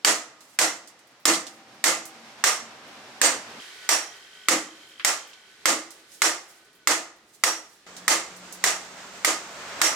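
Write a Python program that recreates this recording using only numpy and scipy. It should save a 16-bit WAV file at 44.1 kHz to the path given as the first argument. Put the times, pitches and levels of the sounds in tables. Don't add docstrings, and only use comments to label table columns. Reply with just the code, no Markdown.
import sys
import numpy as np
from scipy import signal
from scipy.fft import rfft, irfft, next_fast_len
from scipy.io import wavfile
from scipy.ndimage import map_coordinates

SR = 44100
rng = np.random.default_rng(int(sys.argv[2]) if len(sys.argv) > 2 else 0)


def pcm_store(signal):
    levels = np.round(np.clip(np.atleast_2d(signal), -1, 1) * 32767)
    wavfile.write(sys.argv[1], SR, levels.astype(np.int16).T)


N = 438794

# start in seconds, hammer, relative levels in dB of swell (with all rings but the bar's),
# stump thud, hammer ring and bar clank, then clank pitch in Hz.
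HAMMER_BLOWS = [(0.0476, "heavy", -18.5, -6.5, -8, -7, 4600), (0.5885, "light", -20, -5, -4, -10, 2420),
                (1.2543, "heavy", -19, 0, -1, -7, 5100), (1.8401, "light", -20, -4, -7, -15, 1950),
                (2.4395, "light", -20.5, -15.5, 1, -8, 1800),
                (3.215, "heavy", -18.5, -7.5, 4.5, -10.5, 1780),
                (3.8902, "light", -21, -13, 4, -10.5, 2060), (4.485, "heavy", -21, 2.5, -11, -5.5, 2030),
                (5.0479, "light", -22.5, -13.5, -2, -9.5, 2060),
                (5.656, "heavy", -20.5, -2.5, -6, -6.5, 2060),
                (6.2189, "light", -20.5, -10, -1, -7.5, 2100), (6.8728, "heavy", -21, -5, -24, -9.5, 2050),
                (7.4371, "light", -24, -9, 5, -9.5, 1980), (8.0798, "heavy", -20, -12.5, -7.5, -7, 1934),
                (8.6397, "light", -22, -14, -5.5, -11.5, 1960),
                (9.247, "heavy", -22.5, -6.5, -9, -4.5, 1930), (9.8153, "light", -21.5, -15, 3, -7.5, 1930)]
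# mode in Hz, relative level in dB, T60 in seconds.
POST_MODES = [(1252, -32.5, 0.08), (1420, -35, 0.045), (2130, -22.5, 0.02)]
STUMP_MODES = [(195, -50, 0.071), (331.7, -26, 0.12), (550, -32.5, 0.07), (670, -38.5, 0.089),
               (820, -47, 0.042)]
LIGHT_HEAD_MODES = [(5760, -24, 0.075), (6770, -34, .05), (9056, -30, 0.067), (11610, -41, 0.05),
                    (13351, -35, 0.06)]
HEAVY_HEAD_MODES = [(4745, -29, 0.04), (7185, -40, .08), (8258, -28, 0.13)]
HEAD_MODES = {"light": LIGHT_HEAD_MODES, "heavy": HEAVY_HEAD_MODES}
# multiple of the clank pitch, relative level in dB, T60 in seconds.
BAR_MODES = [(1, -0.8, 0.015), (.66, -7.5, 0.017), (.8, -12.5, 0.011)]
# frequency in Hz, relative density in dB.
CRACK_SPECTRUM = [(180, -21), (300, -13.5), (1980, 4), (2550, -3.5), (3750, -2.5), (8010, -2), (10700, -14),
                  (13700, -11.5), (15700, -23), (16800, -60)]
SWELL_SPECTRUM = [(35, -70), (60, -43), (230, -35), (328, -6), (577, -5.5), (649, -2), (1020, -6),
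                  (1410, -1), (1550, -4), (2010, -1), (3630, -9), (7190, -4.5), (13600, -22.5),
                  (15700, -26), (16800, -73)]
# frequency in Hz, build-up in seconds, T60 in seconds.
SHOP_DECAY = [(148, 0.035, 0.43), (330, 0.026, 0.33), (717, 0.025, 0.39), (2000, 0.032, 0.33),
              (5900, 0.024, 0.35), (14200, 0.032, 0.25)]
# start in seconds, relative level in dB, centre in Hz.
CONTACT_TICKS = [(0.407, -33.5, 5500), (0.874, -29.5, 5900), (0.9906, -42, 6000), (1.0714, -47, 10000),
                 (1.3371, -6.5, 4630), (1.4675, -21.5, 4870), (4.997, -19, 2060), (5.333, -32, 3370),
                 (5.906, -28, 6200), (6.118, -34, 6100), (6.538, -45, 1980), (7.966, -24, 5100),
                 (8.3646, -31, 6540), (8.525, -23, 7100), (9.72, -27, 2340)]
# middle in seconds, Gaussian width in seconds, level in dB.
ARM_SWINGS = [(0.5, 0.045, -57.5), (1.55, 0.036, -60), (5.97, .04, -59), (6.16, .045, -51.5),
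              (6.52, 0.073, -58.5), (7.36, 0.065, -60), (7.72, 0.07, -61)]
# time in seconds, roar level in dB.
RUSH_LEVELS = [
    [(0.0, -60.5), (1.25, -60.5), (1.7, -54), (2.5, -50.5), (3.6, -45)],
    [(3.61, -48.5), (4.3, -56.5), (5.2, -59), (6.3, -63.5), (7.2, -72), (7.86, -66)],
    [(7.87, -50), (8.55, -49), (9.3, -45.5), (9.95, -38)],
]
# frequency in Hz, relative density in dB.
RUSH_SPECTRA = [
    [(15, -85), (25, -46), (128, -9.5), (167, -11), (226, -4.5), (389, -9), (634, -5.5), (1280, -7),
     (1600, -7), (5420, -11), (10100, -25), (14800, -32), (16500, -62)],
    [(15, -65), (25, -31.5), (349, -15), (389, -6.5), (496, -11.5), (900, -8.5), (1220, -7.5), (1510, -3),
     (1780, -1.5), (2900, -5.5), (3150, -5.5), (4130, -6.5), (11600, -23.5), (16500, -37)],
    [(15, -66), (25, -30), (154, -16.5), (182, -14), (457, -7.5), (568, -3.5), (854, -3), (1470, -1),
     (3230, -8.5), (7510, -12), (11000, -30.5), (15200, -28), (16500, -56)],
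]
# rumble and hiss over mean roar in dB, rumble dB per dB of roar.
RUSH_BALANCES = [(-9, -4.5, 0.89), (-6, 3, 0.1), (-9.5, -2.5, 0.5)]
# time in seconds, relative rattle level in dB, relative whine level in dB.
RATTLE_LEVELS = [(3.6, -52.5, -63), (3.88, -56, -55), (4.2, -59.5, -62), (4.45, -52, -60), (4.74, -57, -66),
                 (4.97, -55, -64), (5.45, -60.5, -64), (5.62, -68, -68), (6.0, -76, -71), (7.0, -73, -64.5)]
# multiple of the whine pitch, relative level in dB, fade in dB/s.
WHINE_PARTIALS = [(.78, -6, 3), (1, 2.5, 0.4), (1.285, -0.5, 2.5), (1.53, -3, 2), (1.7, -8, 6)]
# start and fade start in seconds, pitch in Hz, creep in Hz/s, level in dB, fade in dB/s.
HUM_TONES = [(1.5, 3.58, 226, 3, -63.5, 600), (1.4, 3.58, 780, -3, -63.5, 600),
             (7.865, 9.3, 179, 4.5, -61, 26)]
# frequency in Hz, left-right correlation.
STEREO_COHERENCE = [(60, .99), (250, 1), (500, 0.94), (1000, 0.71), (2000, 0.17), (4000, 0.059),
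                    (12000, 0.2)]
# frequency in Hz, left minus right in dB.
STEREO_LEAN = [(60, 0.1), (110, -1), (200, 0.5), (380, -0.5), (700, 0.0), (1290, -0.5), (2380, 0),
               (4400, -1.5), (8120, -9), (15000, -0.5)]

CRACK_DB, CRACK_T60_S, ECHO_REL_DB, ECHO_T60_S = -13.5, 0.0092, -2, 0.11
TILT_DB_PER_OCT, TILT_DRIFT_PER_S = 0.85, -0.0566
MAX_LINEWIDTH_HZ, BLOW_HIGHPASS_HZ = 30, 186
BASS_PER_THUD, BASS_CORNER_HZ, USUAL_THUD_DB = 0.4, 700, -10.5
YARD_REL_DB, YARD_T60_S, YARD_LOWPASS_HZ = -37.5, 2.9, 2540
TICK_FRONT_T60_S, TICK_TAIL_T60_S = 0.0054, 0.16
FLAKES_PER_S, FLAKE_MIN_REL_DB, FLAKE_SPREAD_DB, FLAKE_HZ = 4.8, -52.5, 4, 10000
HISS_DB_PER_ROAR_DB = 0.83
KNOCKS_PER_S, RATTLE_HZ, WHINE_HZ = 48, 3150, 1500
PEAK_LIMIT, BAND_LIMIT_HZ = 0.99, 16900


def hammering():
    track, t = np.zeros((2, N)), np.arange(SR // 4) / SR
    for start_s, hammer, swell_db, thud_db, head_db, clank_db, clank_hz in HAMMER_BLOWS:
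        clank = rings([(ratio * clank_hz, db, t60_s) for ratio, db, t60_s in BAR_MODES], clank_db, t)
        body = rings(STUMP_MODES, thud_db, t) + rings(POST_MODES, 0, t)
        body += rings(HEAD_MODES[hammer], head_db, t)
        add(track, crack(start_s, t) + clank + amp(swell_db + 15) * body, start_s)
        add(track, amp(swell_db + 35) * shop_swell(body, thud_db, start_s), start_s)
    return signal.sosfilt(signal.butter(4, BLOW_HIGHPASS_HZ, "high", fs=SR, output="sos"), track)


def crack(start_s, t):
    noise = filtered(stereo_noise(len(t)), lambda hz: amp(along(CRACK_SPECTRUM, hz)) * tilt(hz, start_s))
    decay = amp(-60 * t / CRACK_T60_S) + amp(ECHO_REL_DB - 60 * t / ECHO_T60_S)
    attack = 1 - np.exp(-t / 0.00033)
    return amp(CRACK_DB) * unit(noise) * attack * decay


def rings(modes, gain_db, t):
    total = 0
    for hz, db, t60_s in modes:
        linewidth_hz = MAX_LINEWIDTH_HZ * hz / (hz + 2000)
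        blur = np.sqrt(2 * np.pi * linewidth_hz / SR) * np.cumsum(rng.standard_normal(len(t)))
        envelope = amp(gain_db + db + rng.normal(0, 2.15) - 60 * t / t60_s)
        total += envelope * np.sin(2 * np.pi * hz * t + blur)
    return (1 - np.exp(-t / 0.00026)) * total


def shop_swell(body, thud_db, start_s):
    def colour(hz):
        bass_db = BASS_PER_THUD * (thud_db - USUAL_THUD_DB) / (1 + (hz / BASS_CORNER_HZ) ** 2)
        return amp(along(SWELL_SPECTRUM, hz) + bass_db) * tilt(hz, start_s)

    response = shop_response()
    pulse = filtered(response, colour)
    ringing = signal.fftconvolve(body[None], response, axes=1)[:, :pulse.shape[1]]
    return pulse / np.linalg.norm(pulse[0]) + amp(-10.5) * ringing


def shop_response():
    hz, t, spectra = signal.stft(stereo_noise(SR * 3 // 4), SR, nperseg=256)
    rise_s, t60_s = along(SHOP_DECAY, hz)[..., None]
    build_up = 1 - np.exp(-(t / rise_s) ** 2.26)
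    yard = amp(YARD_REL_DB - 60 * t / YARD_T60_S) / (1 + (hz[:, None] / YARD_LOWPASS_HZ) ** 2)
    tail = signal.istft(spectra * build_up * (amp(-60 * t / t60_s) + yard), SR, nperseg=256)[1]
    return tail / np.linalg.norm(tail[0])


def ticks():
    track, t = np.zeros((2, N)), np.arange(SR // 5) / SR
    flakes = [(when * N / SR, FLAKE_MIN_REL_DB - FLAKE_SPREAD_DB * np.log(rank), FLAKE_HZ * 2 ** (u - .5))
              for when, rank, u in rng.random((round(FLAKES_PER_S * N / SR), 3))]
    decay = amp(-60 * t / TICK_FRONT_T60_S) + amp(4 - 60 * t / TICK_TAIL_T60_S)
    for start_s, db, centre_hz in CONTACT_TICKS + flakes:
        puff = unit(noise_band(len(t), centre_hz, octave_drop_db=9.5))
        add(track, amp(db - 19.5) * puff * decay, start_s)
    return track


def rustle():
    t = np.arange(N) / SR
    swells = sum(amp(db) * np.exp(-((t - mid_s) / width_s) ** 2 / 2) for mid_s, width_s, db in ARM_SWINGS)
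    noise = noise_band(N, centre_hz=6500, octave_drop_db=7)
    return swells * unit(noise * amp(2.5 * wobble(40)))


def rush():
    def bands(hz):
        rumble = 1 / (1 + (hz / 400) ** 4)
        roar = 1 / (1 + (400 / (hz + 1)) ** 4) / (1 + (hz / 3000) ** 4)
        hiss = 1 / (1 + (3000 / (hz + 1)) ** 4)
        return np.array([rumble, roar, hiss])

    total = 0
    for rows, spectrum, (rumble_db, hiss_db, rumble_slope) in zip(RUSH_LEVELS, RUSH_SPECTRA,
                                                                  RUSH_BALANCES):
        (roar_db,), gate = curves(rows)
        mean_db = roar_db[gate].mean()
        swing_db = roar_db - mean_db
        levels_db = [mean_db + rumble_db + rumble_slope * swing_db,
                     roar_db,
                     mean_db + hiss_db + HISS_DB_PER_ROAR_DB * swing_db]
        layers = filtered(stereo_noise(N)[:, None], lambda hz: amp(along(spectrum, hz)) * bands(hz))
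        flutter_db = 0.31 * wobble(4.1) + 0.78 * wobble(25)
        for band, db in enumerate(levels_db):
            total += gate * amp(db + flutter_db + 0.75 * wobble(3)) * unit(layers[:, band])
    return total


def rattle():
    (rattle_db, whine_db), gate = curves(RATTLE_LEVELS)
    turns = np.cumsum(KNOCKS_PER_S * (1 + 0.0038 * wobble(4.4))) / SR
    knocks = np.diff(np.floor(turns), prepend=0) * amp(1.6 * wobble(25) + 1.2 * wobble(4.4))
    t = np.arange(SR // 40) / SR
    ring = np.sin(2 * np.pi * RATTLE_HZ * t) * amp(-60 * t / 0.025) * (1 - np.exp(-t / 0.0011))
    clatter = unit(signal.fftconvolve(knocks, ring)[:N]) * amp([[1], [-1]])
    elapsed_s = np.abs(np.arange(N) / SR - RATTLE_LEVELS[0][0])
    whine = 0
    for ratio, db, fade_db_per_s in WHINE_PARTIALS:
        tone = sine(ratio * WHINE_HZ * (1 + 0.007 * wobble(30)))
        whine += tone * amp(db - fade_db_per_s * elapsed_s + 2.6 * wobble(16))
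    return gate * (amp(rattle_db) * clatter + amp(whine_db) * whine)


def hum():
    t, total = np.arange(N) / SR, 0
    for start_s, fade_s, hz, creep_hz_per_s, db, fade_db_per_s in HUM_TONES:
        level = amp(db - fade_db_per_s * np.clip(t - fade_s, 0, None) + 3 * wobble(9))
        pitch_hz = hz + creep_hz_per_s * (t - start_s) + 1.57 * wobble(7.3)
        total += (t > start_s) * level * np.sqrt(2) * sine(pitch_hz)
    return total


def tilt(hz, start_s):
    return amp((TILT_DB_PER_OCT + TILT_DRIFT_PER_S * start_s) * np.log2(np.clip(hz, 300, 12000) / 2000))


def stereo_noise(size):
    def mid_side_gains(hz):
        angle = np.arccos(np.clip(along(STEREO_COHERENCE, hz), -1, 1)) / 2
        return np.array([np.cos(angle), np.sin(angle)])

    mid, side = filtered(rng.standard_normal((2, size)), mid_side_gains)
    return np.array([mid + side, mid - side])


def noise_band(size, centre_hz, octave_drop_db):
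    return filtered(stereo_noise(size), lambda hz: amp(-octave_drop_db * np.log2((hz + 1) / centre_hz) ** 2))


def amp(db):
    return 10 ** (np.asarray(db) / 20)


def unit(x):
    return x / np.sqrt(np.mean(x ** 2) + 1e-20)


def sine(hz):
    return np.sin(2 * np.pi * np.cumsum(hz) / SR)


def along(rows, hz):
    knots_hz, *columns = np.transpose(rows)
    return np.squeeze([np.interp(np.log(hz + 1), np.log(knots_hz + 1), column) for column in columns])


def curves(rows):
    knots_s, *columns = np.transpose(rows)
    t = np.arange(N) / SR
    gate = (t >= knots_s[0] - 0.005) & (t <= knots_s[-1] + 0.005)
    return [np.interp(t, knots_s, column) for column in columns], gate


def wobble(knots_per_s):
    knots = rng.standard_normal(int(N * knots_per_s / SR) + 4)
    return map_coordinates(knots, [np.arange(N) * knots_per_s / SR])


def filtered(x, gain_at_hz):
    size = next_fast_len(x.shape[-1] + 8192)
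    return irfft(rfft(x, size) * gain_at_hz(np.fft.rfftfreq(size, 1 / SR)), size)[..., :x.shape[-1]]


def add(track, sound, start_s):
    part = track[:, round(start_s * SR):][:, :sound.shape[1]]
    part += sound[:, :part.shape[1]]


def scene():
    return hammering() + ticks() + rustle() + rush() + rattle() + hum()


def record(dry):
    leaned = filtered(dry, lambda hz: amp(along(STEREO_LEAN, hz) * [[0.5], [-0.5]]))
    rounded = leaned / (1 + np.abs(leaned / PEAK_LIMIT) ** 6) ** (1 / 6)
    return filtered(rounded, lambda hz: hz < BAND_LIMIT_HZ)


dry = scene()
out = record(dry)
pcm_store(out)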